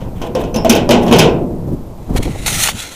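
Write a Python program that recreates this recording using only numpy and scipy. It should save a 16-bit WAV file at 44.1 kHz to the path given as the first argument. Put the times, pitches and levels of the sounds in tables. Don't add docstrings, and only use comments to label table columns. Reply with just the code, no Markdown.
import sys
import numpy as np
from scipy import signal
from scipy.fft import rfft, irfft, next_fast_len
from scipy.io import wavfile
from scipy.ndimage import map_coordinates

SR = 44100
rng = np.random.default_rng(int(sys.argv[2]) if len(sys.argv) > 2 else 0)


def generate_wav(signal):
    frames = np.transpose(np.atleast_2d(signal))
    scaled = np.clip(frames, -1, 1) * 32767
    pcm = np.round(scaled).astype(np.int16)
    wavfile.write(sys.argv[1], SR, pcm)


N = 130095
T = np.arange(N) / SR
JUDDER_PER_S = 130
# (time [s], boom [dB], clang [dB], click [dB], note of the struck spot [Hz], note level [dB])
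KNOCK_HITS = [(.216, -20.5, -31, -32, 250, -25), (.351, -16.5, -29, -29, 509.7, -7.5),
              (0.392, -35, -37, -48, 372, -23), (.437, -26.5, -37.5, -36, 237, -18.5),
              (.543, -21.5, -32.5, -26, 497, -11.5), (.560, -19.5, -31.5, -24, 221, -9),
              (0.647, -15, -24.5, -24.5, 450, -32), (0.697, -13.5, -11.5, -2.5, 231, 1.5),
              (0.725, -13.5, -27, -13.5, 347, -8.5), (.751, -28, -33, -16, 676, -13),
              (.761, -49, -20.5, -21, 477, -12), (.891, -10.5, -21.5, -17, 590, -4.5),
              (.908, -11, -11.5, -14.5, 515, -22), (.946, -15.5, -45, -42, 643, -7.5),
              (1.031, -22.5, -37.5, -32.5, 244, -37), (1.065, -16.5, -36, -30.5, 230, -5),
              (1.079, -24, -26, -32, 177, -9.5), (1.112, -10.5, -22, -28, 230.6, -3.5),
              (1.125, -7.5, -11, -16, 465.6, -2), (1.163, -24, -22, -22, 174, -4),
              (1.186, -11.5, -30, -13.5, 329, -11), (1.191, -19, -9, -6.5, 158.7, -4.5),
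              (1.222, -14, -19, -30, 640, -20), (1.256, -16.5, -46, -42, 467, -3)]


def amp(db):
    return 10 ** (np.asarray(db) / 20)


def unit(x):
    return x / np.sqrt(np.mean(x ** 2))


def on_log(hz, points):
    freqs, values = np.array(points).T
    return np.interp(np.log(hz + 1e-3), np.log(freqs), values)


def curve(points):
    return amp(np.interp(T, *np.array(points).T))


def fade(t60):
    return np.exp(-np.log(1000) * T / t60)


def swell(at, length):
    return np.sin(np.pi * np.clip((T - at) / length, 0, 1))


def wander(axis, step):
    knots = np.arange(int(axis[-1] / step) + 2)
    return np.interp(axis / step, knots, rng.standard_normal(N)[:len(knots)])


def add(out, at, x):
    start = max(int(at * SR), 0)
    x = x[:N - start]
    out[start:start + len(x)] += x


def highpass(x, hz):
    return signal.sosfiltfilt(signal.butter(1, hz, "high", fs=SR, output="sos"), x)


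def colour(x, eq):
    size = next_fast_len(len(x))
    gain = amp(on_log(np.fft.rfftfreq(size, 1 / SR), eq))
    return unit(irfft(rfft(x, size) * gain, size)[:len(x)])


def noise(eq, size=N):
    return colour(rng.standard_normal(size), eq)


def resonant(x, ripple_db, spacing_hz):
    size = next_fast_len(len(x))
    ripple = amp(ripple_db * wander(np.fft.rfftfreq(size, 1 / SR), spacing_hz))
    return unit(irfft(rfft(x, size) * ripple, size)[:len(x)])


def ring(modes, blows, scatter_db):
    out = np.zeros(N)
    for hz, db, t60 in modes:
        tone = amp(db) * fade(t60) * np.sin(2 * np.pi * hz * T)
        for (at, blow_db), chance in zip(blows, rng.standard_normal(len(blows))):
            add(out, at, amp(blow_db - scatter_db * chance) * tone)
    return out


def background(air_db=-38.5, hiss_db=-60, hiss_hz=11950, hiss_width_hz=120):
    # (time [s], level [dB])
    rumble_levels = [(0, -21.5), (.3, -25.5), (.6, -22), (1.75, -24.5), (1.95, -29.5), (2.06, -30.5),
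                     (2.145, -14), (2.37, -24), (2.55, -22.5), (2.78, -34), (2.84, -37.5), (2.95, -44)]
    # (frequency [Hz], level [dB])
    rumble_eq = [(15, -2), (120, -6), (200, -10.5), (400, -20.5), (1000, -32), (3000, -61)]
    air_eq = [(200, -4), (450, -3), (1000, -9), (1400, -26.5), (9000, -31.5), (15000, -39)]
    peak = signal.iirpeak(hiss_hz, hiss_hz / hiss_width_hz, fs=SR)
    hiss = unit(signal.lfilter(*peak, rng.standard_normal(N)))
    return curve(rumble_levels) * noise(rumble_eq) + amp(air_db) * noise(air_eq) + amp(hiss_db) * hiss


def handling_bumps():
    # (time [s], length [s], centre [Hz], level [dB])
    shoves = [(1.663, 0.05, 170, -18.5), (1.711, 0.047, 184, -16), (2.088, 0.034, 230, -16.5),
              (2.129, 0.049, 40.6, -16.5), (2.148, 0.014, 245, -16.5), (2.157, 0.018, 830, -24),
              (2.185, 0.027, 187, -18.5), (2.248, 0.029, 280, -21), (2.272, 0.014, 397, -22),
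              (2.277, 0.046, 150, -23), (2.345, 0.023, 394, -28), (2.514, 0.02, 237, -25.5),
              (2.556, 0.032, 132, -27.5), (2.738, 0.029, 107, -23)]
    out = np.zeros(N)
    for at, length, hz, db in shoves:
        t = T[:int(length * SR)]
        thud = noise([(hz / 4, -6), (hz, 0), (hz * 2, -7), (hz * 4, -28), (hz * 10, -56)], SR // 2)
        add(out, at, amp(db) * unit(thud[:len(t)] * np.sin(np.pi * t / length)))
    return out


def grit(size, grains_per_s=16000, spread_db=1.3):
    # (frequency [Hz], level [dB])
    surface_eq = [(400, -12), (800, -2), (1130, -10), (1380, 3.5), (1600, -6.5), (2100, 3.5), (2900, -1.5),
                  (4100, -0.5), (4750, -10.5), (6500, -4), (7700, -8), (9000, -7.5), (15000, -20.5)]
    strengths = rng.standard_normal(size) * amp(spread_db * np.minimum(rng.exponential(size=size), 4))
    grains = (rng.random(size) < grains_per_s / SR) * strengths
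    clicks = colour(highpass(grains, hz=400), surface_eq)
    return resonant(clicks, ripple_db=3, spacing_hz=202.5)


def scrape(level_db=-2.5, judder_db=2, spots_per_s=9, glide_per_s=.5, bright_gain=16.8):
    # (time [s], relative level [dB])
    pressure_levels = [(2.08, -51), (2.15, -46), (2.166, -25.5), (2.182, -24.5), (2.197, -43.5),
                       (2.22, -36), (2.23, -26), (2.255, -34.5), (2.35, -37.5), (2.457, -29), (2.464, -21),
                       (2.50, -20.5), (2.60, -20), (2.638, -14), (2.68, -21), (2.71, -25), (2.73, -33.5),
                       (2.805, -25), (2.87, -32.5)]
    slide = np.zeros(N)
    t, step = T[:SR // 2], 1 / spots_per_s
    crossfade = np.sqrt(swell(0, 2 * step)[:len(t)])
    for at in np.arange(pressure_levels[0][0] - step, T[-1], step):
        glide = glide_per_s * rng.standard_normal()
        warped_time = t + glide * (t - step) ** 2 / 2
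        spot = map_coordinates(grit(len(t)), [warped_time * SR], mode="mirror")
        add(slide, at, spot * crossfade)
    pressure = curve(pressure_levels)
    treble = bright_gain * pressure * highpass(slide, hz=7000)
    judder = amp(judder_db * wander(T, 1 / JUDDER_PER_S))
    return amp(level_db) * judder * pressure * (slide + treble)


def scrape_catches(t60=0.018):
    # (time [s], knock [dB], crunch [dB])
    snags = [(2.164, -30, -25), (2.462, -14, -11.5), (2.480, -9, -18), (2.67, -23, -16), (2.674, -26, -6),
             (2.687, -8.5, -23), (2.691, -10.5, -32)]
    # (frequency [Hz], level [dB])
    knock_eq = [(200, -37), (800, 6.5), (1150, -12), (2000, 1), (4000, -8), (15000, -22)]
    knock, crunch = np.zeros(N), np.zeros(N)
    for at, knock_db, crunch_db in snags:
        add(knock, at, amp(knock_db) * fade(t60))
        add(crunch, at, amp(crunch_db) * fade(t60))
    return knock * noise(knock_eq) + crunch * grit(N)


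def hook_scratches(judder_db=4):
    # (time [s], length [s], level [dB])
    strokes = [(0.145, 0.059, -42.5), (0.19, 0.1, -39.5), (.382, 0.052, -35.5), (1, .1, -39)]
    # (frequency [Hz], level [dB])
    rust_eq = [(2000, -2), (3300, 0.5), (4600, -18), (6300, -12), (13000, -14)]
    envelope = sum(amp(db) * swell(at, length) for at, length, db in strokes)
    return envelope * noise(rust_eq) * amp(judder_db * wander(T, 1 / JUDDER_PER_S))


def hook_squeaks():
    # (time [s], length [s], pitch [Hz], level [dB])
    slips = [(0.541, 0.0087, 6050, -21.5), (.646, .013, 699, -6), (0.653, 0.025, 646, -3.5)]
    return sum(amp(db) * swell(at, length) * np.sin(2 * np.pi * hz * (T - at))
               for at, length, hz, db in slips)


def hook_pings(off_pitch_db=-16, favour_octaves=0.06, chatter_depth=1.08, chatter_per_s=840):
    # (time [s], level [dB], favoured pitch [Hz])
    contacts = [(0.545, -22, 7100), (0.562, -17.5, 5375), (.695, -10.5, 6000), (1.161, -31, 5100),
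                (1.19, -4, 5040)]
    # (frequency [Hz], relative level [dB], t60 [s])
    modes = [(2720, 2, 0.2), (3620, 2, 0.083), (5100, 2, 0.042), (5340, -8, 0.28), (5990, -3.5, 0.059),
             (10750, 2, 0.1)]
    out = np.zeros(N)
    for mode in modes:
        blows = []
        for at, db, hz in contacts:
            nearness = np.exp(-(np.log2(mode[0] / hz) / favour_octaves) ** 2)
            blows.append((at, db + off_pitch_db * (1 - nearness)))
        ping = ring([mode], blows, scatter_db=2)
        out += ping * (1 + chatter_depth * wander(T, 1 / chatter_per_s))
    return out


def sheet_wash(dense_modes, blows, rise_s):
    # (frequency [Hz], t60 [s])
    ring_times = [(100, 1.86), (260, 1.46), (700, 0.68), (1500, 0.45), (3000, 0.29), (5000, 0.26),
                  (13000, 0.13)]
    size = next_fast_len(N)
    spectrum, freqs = rfft(dense_modes, size), np.fft.rfftfreq(size, 1 / SR)
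    push, out = np.zeros(N), np.zeros(N)
    for at, db in blows:
        add(push, at, np.array([amp(db) ** 2]))
    soften = np.exp(-1 / (rise_s * SR))
    push = signal.lfilter([1 - soften], [1, -soften], push)
    edges_hz = 45 * 2 ** (np.arange(19) / 2)
    for lo, hi in zip(edges_hz, edges_hz[1:]):
        t60 = on_log(np.sqrt(lo * hi), ring_times)
        retained = np.exp(-2 * np.log(1000) / (t60 * SR))
        energy = signal.lfilter([1], [1, -retained], push + 1e-18)
        band = irfft(spectrum * ((freqs >= lo) & (freqs < hi)), size)[:N]
        out += np.sqrt(energy) * band
    return out


def panel_boom():
    # (frequency [Hz], level [dB])
    boom_eq = [(60, -12), (170, -1), (490, 0), (670, -3), (1000, -7.5), (1250, -20.5), (1900, -23.5),
               (4000, -54)]
    # (frequency [Hz], level against the boom [dB], t60 [s])
    modes = [(168.4, -25, 1.3), (239.4, -9.5, 0.91), (343, -12.5, 1.63), (464, -12, 0.44), (597, -19, 1.14),
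             (664, -9, 0.44), (711, -13, 0.78), (820, -12.5, 0.5), (950, -16, 0.34), (1043, -12, 0.34),
             (1476, -21.5, 0.4)]
    blows = [(at, boom_db) for at, boom_db, *_ in KNOCK_HITS]
    already_ringing = [(0.012, -29.5)]  # (time [s], level [dB])
    wash = sheet_wash(noise(boom_eq), already_ringing + blows, rise_s=0.0014)
    return wash + ring(modes, blows, scatter_db=3.5)


def panel_clang():
    # (frequency [Hz], level [dB])
    clang_eq = [(700, -15.5), (1250, -12), (1460, -0.5), (1800, -11), (2350, 2.5), (3100, 2.5),
                (3800, -1.5), (4500, -9), (5200, -8), (6300, -6.5), (8000, -15), (15000, -24)]
    blows = [(at, clang_db) for at, _, clang_db, *_ in KNOCK_HITS]
    already_ringing = [(0.0058, -42)]  # (time [s], level [dB])
    metal = resonant(noise(clang_eq), ripple_db=2.6, spacing_hz=44.9)
    return sheet_wash(metal, already_ringing + blows, rise_s=0.0015)


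def panel_strikes(rattle_db=3, rattles_per_s=590, note_rise_s=0.00086, overtone=1.93, overtone_db=-17):
    # (frequency [Hz], level [dB])
    click_eq = [(800, -19), (2500, -1.5), (4200, -3), (5200, 4), (6300, 5.5), (7600, -9.5), (11500, -4),
                (15000, -8.5)]
    out, span = np.zeros(N), SR // 2
    t = T[:span]
    click_shape = fade(t60=0.053)[:span]
    note_shape = fade(t60=0.17)[:span] * (1 - np.exp(-t / note_rise_s))
    for at, _, _, click_db, hz, note_db in KNOCK_HITS:
        click = resonant(noise(click_eq, span), ripple_db=4, spacing_hz=305)
        rattle = unit(amp(rattle_db * wander(t, 1 / rattles_per_s)))
        add(out, at, amp(click_db) * click_shape * rattle * click)
        phase = 2 * np.pi * hz * t
        note = np.sin(phase) + amp(overtone_db) * np.sin(overtone * phase)
        add(out, at, amp(note_db) * note_shape * note)
    return out


def scene():
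    panel = panel_boom() + panel_clang() + panel_strikes()
    hook = hook_pings() + hook_scratches() + hook_squeaks()
    return (panel + hook + handling_bumps() + scrape() + scrape_catches() + background())[None]


def record(dry, top_hz=15400):
    lowpass = signal.ellip(12, .1, 90, top_hz, fs=SR, output="sos")
    return signal.sosfilt(lowpass, np.clip(dry, -1, 1))


dry = scene()
out = record(dry)
generate_wav(out)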